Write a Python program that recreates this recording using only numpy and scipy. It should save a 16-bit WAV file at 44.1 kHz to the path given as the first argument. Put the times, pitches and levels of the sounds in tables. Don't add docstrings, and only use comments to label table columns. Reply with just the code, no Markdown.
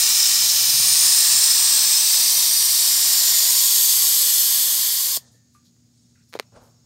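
import sys
import numpy as np
from scipy import signal
from scipy.fft import rfft, irfft, next_fast_len
from scipy.io import wavfile
from scipy.ndimage import uniform_filter1d, map_coordinates

SR = 44100
rng = np.random.default_rng(int(sys.argv[2]) if len(sys.argv) > 2 else 0)


def volts_from_decibels(level):
    exponent = np.asarray(level, float) / 20
    return 10 ** exponent


def int16_out(signal):
    q = np.round(np.clip(np.atleast_2d(signal).T, -1, 1) * 32767)
    wavfile.write(sys.argv[1], SR, q.astype(np.int16))


N = 302422
SHUT_S = 5.172
TOP_HZ = 15780


def unit(x):
    return x / np.sqrt(np.mean(x ** 2) + 1e-20)


def along(points, hz):
    f, v = np.transpose(points)
    return np.interp(np.log(hz + 1), np.log(f + 1), v)


def curves(rows, t):
    s, *cols = np.transpose(rows)
    return [np.interp(t, s, c) for c in cols]


def wobble(rate):
    knots = rng.standard_normal(int(N * rate / SR) + 4)
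    return map_coordinates(knots, [np.arange(N) * rate / SR])


def filtered(x, response):
    m = next_fast_len(N + SR // 2)
    return irfft(rfft(x, m) * response(np.fft.rfftfreq(m, 1 / SR)), m)[:N]


def resonant(modes):
    def response(f):
        total = 0
        for k, (centre, width, db) in enumerate(modes):
            damping = 1j * f * width
            total = total + (-1) ** k * volts_from_decibels(db) * damping / (centre * centre - f * f + damping)
        return total
    return response


def noise(response):
    return unit(filtered(rng.standard_normal(N), response))


# (frequency [Hz], level per Hz [dB])
QUIET_COLOUR = [(25, -47), (90, -13), (250, -21), (400, -33.5), (1000, -45.5), (3100, -45), (4700, -34.5),
                (7600, -38), (10500, -49.5), (15700, -49.5)]


def quiet_shed():
    return volts_from_decibels(-61.5) * noise(lambda f: volts_from_decibels(along(QUIET_COLOUR, f)))


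# (frequency [Hz], width [Hz], level [dB])
MOTOR_MODES = [(115.6, 27, -1.5), (193.8, 48, -5.5), (246, 14, -2)]
# (time [s], half length [s], level [dB])
GRIPS = [
    (.9, 0.97, 18.5),
    (2.995, 1.1, 7),
    (6.548, 0.17, 16),
]


def motor():
    t = np.arange(N) / SR
    fuzz_db = -71.5 + 2.7 * wobble(9)
    for s, half, db in GRIPS:
        fuzz_db += db * np.exp(-((t - s) / half) ** 2)
    out = volts_from_decibels(fuzz_db) * noise(lambda f: resonant(MOTOR_MODES)(f) ** 2)
    for hz, db in [(118.5, -63), (240, -63.0)]:
        level = volts_from_decibels(db + 1.3 * wobble(6.3))
        out += level * np.sin(2 * np.pi * hz * t + .6 * wobble(8.9))
    return out


def chorus():
    return volts_from_decibels(-70 + 1.5 * wobble(1.9)) * noise(lambda f: resonant([(6700, 700, 0)])(f) ** 2)


def cricket():
    start_s, period_s, start_db, growth_db_per_s = 5.935, .06, -73, 5
    t = np.arange(N) / SR
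    since = t - start_s
    singing = since > -period_s / 2
    pulses = np.cos(np.pi * since / period_s + .4 * wobble(6)) ** 2 * singing
    level_db = start_db + growth_db_per_s * since + 1.5 * wobble(15)
    tone = np.sin(2 * np.pi * 5450 * t + 0.87 * wobble(40))
    return np.sqrt(2) * pulses * volts_from_decibels(level_db) * tone


# (time [s], frequency [Hz], peak level [dB], 60 dB fading time [s], width [Hz])
KNOCKS = [(5.1705, 650, -25, .02, 30), (5.171, 1050, -29, .015, 30), (5.171, 190, -38, .05, 20),
          (5.171, 380, -36, .03, 60), (5.2, 1800, -61, .4, 90), (5.245, 1770, -59, .08, 40),
          (5.34, 1800, -66, .6, 60), (5.345, 500, -59, .1, 150), (5.305, 3300, -64, .03, 600),
          (5.549, 1190, -51, .17, 4), (5.549, 1143, -61, .17, 4), (5.765, 600, -55, .012, 800),
          (5.765, 2000, -51, .008, 2500), (5.376, 5000, -59, .015, 5000), (5.64, 4950, -63, .05, 100),
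          (6.195, 8000, -63, .04, 600), (6.222, 4300, -65, .04, 500), (6.42, 2580, -73, .5, 80),
          (6.845, 120, -50, .1, 20), (1.18, 110, -42, .12, 60)]


def knocks():
    out, t = np.zeros(N + SR), np.arange(SR // 4) / SR
    for s, hz, db, t60, width in KNOCKS:
        blur = np.cumsum(rng.standard_normal(len(t))) * np.sqrt(2 * np.pi * width / SR)
        onset = 1 - np.exp(-t / .0015)
        ring = np.sin(2 * np.pi * hz * t + blur) * onset
        out[round(s * SR):][:len(t)] += volts_from_decibels(db - 60 * t / t60) * ring
    return out[:N]


def swell(s, length, db, rise=.25):
    times = [s, s + rise * length, s + length]
    return volts_from_decibels(db) * np.interp(np.arange(N) / SR, times, [0, 1, 0])


# (start [s], length [s], level [dB], top frequency [Hz])
SLEEVE = [
    (5.19, .24, -60, 9000),
    (5.3, .1, -66, 14000),
    (5.52, .1, -66, 13000),
    (5.64, .08, -61, 6000),
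    (5.64, .07, -68, 14500),
    (5.88, .48, -68, 9500),
    (6.28, .06, -66, 15000),
    (6.6, .15, -65, 15500),
]


def sleeve():
    out = np.zeros(N)
    for s, length, db, top_hz in SLEEVE:
        def band(f):
            return 1 / (1 + (3300 / (f + 1)) ** 12) / (1 + (f / top_hz) ** 12)
        out += swell(s, length, db) * noise(band)
    return out


# (start [s], length [s], level [dB])
RUBS = [
    (5.18, .2, -63),
    (6.42, .12, -67),
    (6.515, .2, -50),
    (6.64, .24, -65),
]
# (frequency [Hz], level per Hz [dB])
CASE_COLOUR = [(18, -32), (40, -4), (244, -9), (300, -14), (540, -6), (1500, -16), (1900, -27), (5460, -30),
               (9500, -34), (12400, -60)]


def rubs():
    return sum(swell(*row) for row in RUBS) * noise(lambda f: volts_from_decibels(along(CASE_COLOUR, f)))


# (start [s], length [s], level [dB])
CREAKS = [
    (5.543, 0.12, -71),
    (5.65, .06, -77),
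    (6.151, 0.1, -65),
]
# (frequency [Hz], width [Hz], level [dB])
PLANK_MODES = [(1440, 300, 0.5), (2000, 400, -1), (2600, 450, -2)]


def creaks():
    out = np.zeros(N)
    for row in CREAKS:
        out += swell(*row, rise=.06) * noise(lambda f: resonant(PLANK_MODES)(f) ** 2)
    return out


def rustle():
    return (sleeve() + rubs() + creaks()) * volts_from_decibels(1.8 * wobble(60))


# (time [s], snap level [dB], thud level [dB], scrape level [dB])
CATCH_SLIPS = [(6.3271, -35, -58, -57), (6.3330, -28, -52, -64), (6.3390, -21.5, -45, -48),
               (6.3495, -40.5, -53, -46), (6.353, -45.5, -24, -42), (6.362, -48, -35, -49),
               (6.3720, -58, -43, -55), (6.3901, -24.5, -42, -50), (6.3963, -33.5, -43, -58.5),
               (6.3978, -10, -24.5, -41.5), (6.4050, -40.5, -42.5, -54), (6.4250, -51.5, -65, -55)]
# (frequency [Hz], width [Hz], level [dB])
SHELL_MODES = [(1070, 400, -1), (2160, 550, 0), (4100, 1000, -3), (6700, 1400, -11), (8800, 900, -14),
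               (13500, 2800, -19)]
# (frequency [Hz], width [Hz], level [dB])
HOLLOW_MODES = [(450, 150, 5), (1020, 550, -4)]


def catch():
    snaps, thuds, t = np.zeros(N), np.zeros(N), np.arange(SR // 20) / SR
    for s, snap_db, thud_db, scrape_db in CATCH_SLIPS:
        start = round(s * SR)
        burst = volts_from_decibels(snap_db - 3 - 60 * t / .0022)
        scrape = volts_from_decibels(scrape_db + 12 - 60 * t / 0.055)
        snaps[start:][:len(t)] += (burst + scrape) * rng.standard_normal(len(t))
        snaps[start] -= volts_from_decibels(snap_db + 19.0)
        thuds[start] += volts_from_decibels(thud_db + 37.5)

    def soft_push(f):
        return resonant(HOLLOW_MODES)(f) / (1 + 1j * f / 900) ** 2
    return filtered(snaps, resonant(SHELL_MODES)) + filtered(thuds, soft_push)


# (time [s], level [dB])
WHISTLE_LEVEL = [(0, -31), (.6, -34), (.75, -45), (1, -30), (1.7, -30), (2.05, -34), (2.25, -60),
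                 (2.3, -120)]


def whistle():
    level_db, = curves(WHISTLE_LEVEL, np.arange(N) / SR)
    return volts_from_decibels(level_db) * noise(lambda f: resonant([(5195, 45, 0)])(f) ** 2)


# (time [s], log ratio [-])
ECHO_PATH = [(0.0, 0.014), (0.65, 0.029), (1.3, 0.108), (2.0, 0.13), (2.4, 0.183), (3.1, 0.215),
             (3.9, 0.275), (5.2, 0.297)]
# (middle time [s], length [s], middle frequency [Hz], level [dB])
FRINGES = [(0.33, 0.66, 9520, -5.4), (0.45, 1.15, 10590, -7.5), (0.2, 0.99, 14340, -3.2),
           (0.98, 0.48, 9070, 7.9), (1.52, 1.13, 9980, -6.4), (1.25, 1.04, 7350, 4.2),
           (1.7, 1.26, 8310, 6.8), (1.68, 1.23, 6500, -5.3), (1.63, 0.88, 12950, -4.9),
           (2.53, 2.0, 9980, -6.6), (2.62, 1.06, 9380, 5.1), (2.58, 1.08, 8280, 3.5),
           (2.98, 1.27, 11900, 2.1), (2.77, 1.14, 13370, -4.3), (3.26, 1.24, 7140, 5.8),
           (2.91, 1.46, 6530, -4.9), (4.4, 2.24, 5720, -6.0), (3.65, 1.19, 10780, -2.6),
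           (4.08, 1.48, 7940, 3.3), (2.43, 1.45, 5790, 4.0), (4.8, 1.02, 8520, -2.2),
           (5.03, 0.63, 11180, -5.6), (0.31, 0.99, 11910, -0.2), (1.43, 0.8, 12020, -1.4),
           (2.2, 0.74, 10880, -2.8), (4.63, 0.8, 4640, -2.8), (0.62, 0.4, 12390, 3.7),
           (0.45, 0.98, 3020, 9.9), (0.75, 0.66, 7630, -4.9), (1.54, 1.23, 4610, -0.5)]


def echo_fringes(hz, t):
    path, = curves(ECHO_PATH, t)
    out = np.zeros((len(hz), len(t)))
    for s, length, mid_hz, db in FRINGES:
        fade = np.sqrt(np.cos(np.pi * np.clip((t - s) / length, -.5, .5)).clip(0))
        centre = mid_hz * np.exp(curves(ECHO_PATH, s)[0] - path)
        width = .037 * mid_hz
        out += db * fade * np.exp(-((hz[:, None] - centre) / width) ** 2)
    return out


def bumps(modes, hz):
    return sum(db * np.exp(-((hz - c) / w) ** 2) for c, w, db in modes)


# (frequency [Hz], level per Hz [dB])
JET_COLOUR = [(300, -25.7), (450, -25.3), (700, -21.6), (1400, -21.6), (2100, -20.1), (2900, -9.7),
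              (3500, -2.3), (4500, -3.7), (5600, -0.8), (7500, -3.6), (9000, -2.1), (10500, -10.4),
              (12300, -9.5), (15700, -9.3)]
# (time [s], share turned [0-1])
AIM = [(0.0, -0.03), (0.8, 0.15), (2.0, 0.23), (2.4, 0.58), (3.2, 0.51), (3.8, 0.88), (5.2, 0.85)]
# (frequency [Hz], level [dB])
TURNED_COLOUR = [(300, -5.0), (2500, -1.4), (4000, -4.5), (6000, -1.7), (9500, -0.2), (12000, 5.8),
                 (15700, 1.1)]
# (frequency [Hz], width [Hz], level [dB])
ROOF_CAVITIES = [(440, 240, -7.4), (710, 30, 3.2), (1160, 80, 6.1), (1390, 90, 2.8), (1850, 170, 8.3),
                 (2340, 120, 5.1), (3000, 140, -6.2), (3530, 310, -12.9), (3580, 150, 10.1),
                 (4370, 170, -3.7), (5190, 90, 9.3), (12490, 220, 2.2)]
# (frequency [Hz], width [Hz], level [dB])
MIDWAY_CAVITIES = [(990, 120, 5.1), (1660, 60, 3.3), (2120, 60, 5.3), (2590, 170, 2.3), (3600, 190, -3.8),
                   (3770, 370, 4.7), (4560, 290, 4.0)]
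# (frequency [Hz], width [Hz], level [dB])
WALL_CAVITIES = [(1100, 70, 8.3), (1270, 100, -2.4), (1880, 170, 6.1), (2450, 110, -1.7), (2650, 130, -7.1),
                 (3910, 280, -3.0), (4570, 240, 5.3), (5240, 120, 1.0), (5680, 310, -0.7),
                 (12320, 930, 5.1)]


def jet_colour(hz, t):
    aim, = curves(AIM, t)
    no_bass = np.maximum(260 - hz, 0) / 13
    colour = (along(JET_COLOUR, hz) - no_bass)[:, None]
    colour = colour + np.outer(bumps(ROOF_CAVITIES, hz), 1 - aim)
    colour += np.outer(bumps(WALL_CAVITIES, hz) + along(TURNED_COLOUR, hz), aim)
    colour += np.outer(bumps(MIDWAY_CAVITIES, hz), 4 * aim * (1 - aim))
    colour += echo_fringes(hz, t)
    chance = uniform_filter1d(rng.standard_normal(colour.shape), size=5, axis=0)
    chance = uniform_filter1d(chance, size=24, axis=1)
    return colour + 1.4 * unit(chance)


# (time [s], level [dB])
AIR_FLOW = [(0.0, -15), (0.01, -16), (0.29, -16), (0.72, -16.5), (1.01, -14.5), (2.02, -15.5),
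            (2.56, -16.5), (3.79, -15.5), (4.44, -16.5), (5.16, -21)]


def jet():
    room_db, room_t60_s, stop_t60_s = -11, .15, .035
    hz, t, z = signal.stft(rng.standard_normal(N), SR, nperseg=2048)
    colour = jet_colour(hz, t)
    flow_db, = curves(AIR_FLOW, t)
    power = np.sum(volts_from_decibels(2 * colour[hz < TOP_HZ]), axis=0) / len(hz)
    colour += flow_db - 10 * np.log10(power)
    air = signal.istft(z * volts_from_decibels(colour), SR, nperseg=2048)[1][:N]
    after = np.maximum(np.arange(N) / SR - SHUT_S, 0)
    walls = filtered(air, lambda f: 1 / (1 + (f / 9000) ** 2))
    walls = walls * volts_from_decibels(room_db - 60 * after / room_t60_s)
    stop = volts_from_decibels(-60 * after / stop_t60_s)
    flutter = volts_from_decibels(0.087 * wobble(13) + 0.38 * wobble(150))
    return (air * stop + walls * (1 - stop)) * flutter


def scene():
    background = quiet_shed() + motor() + chorus() + cricket()
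    mono = background + knocks() + rustle() + catch() + whistle() + jet()
    return np.array([mono, mono])


def side_patches(mono):
    hz, t, z = signal.stft(mono, SR, nperseg=512)
    share = np.zeros(z.shape)
    for when, where, wide in rng.random((30, 3)):
        s = SHUT_S * when ** .55
        low_hz = 4200 + 9000 * where ** 1.3
        band = (hz > low_hz) & (hz < low_hz + 1000 + 1600 * wide)
        share += volts_from_decibels(-1.5) * band[:, None] * np.exp(-((t - s) / 0.0098) ** 4)
    other = signal.stft(rng.standard_normal(N), nperseg=512)[2]
    size = np.sqrt(np.abs(uniform_filter1d(np.abs(z) ** 2, size=7, axis=0)))
    return signal.istft(share * size * other / np.std(other), nperseg=512)[1][:N]


# (frequency [Hz], level per Hz [dB])
SIDE_COLOUR = [(100, -12), (214, -1), (320, -5), (2660, -13), (5230, -2), (6200, -8), (7030, -30),
               (7810, -9), (15700, -8)]


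def side_quiet():
    times = [5.22, 5.3, 6.31, 6.33, 6.43, 6.44]
    level = np.interp(np.arange(N) / SR, times, [0, 1, 1, 0, 0, 1.5])
    return volts_from_decibels(-79) * level * noise(lambda f: volts_from_decibels(along(SIDE_COLOUR, f)))


def band_limit(x):
    return signal.sosfilt(signal.butter(12, 17060, fs=SR, output="sos"), x)


def record(dry):
    side = side_patches(dry[0]) + side_quiet()

    def passband(f):
        treble_cut = (1 - np.tanh((f - TOP_HZ) / 25)) / 2
        return treble_cut / (1 + (40 / (f + 1)) ** 4)
    left = filtered(dry[0] + side, passband)
    right = filtered(dry[0] - side, passband)
    return band_limit(np.array([left, right]))


dry = scene()
out = record(dry)
int16_out(out)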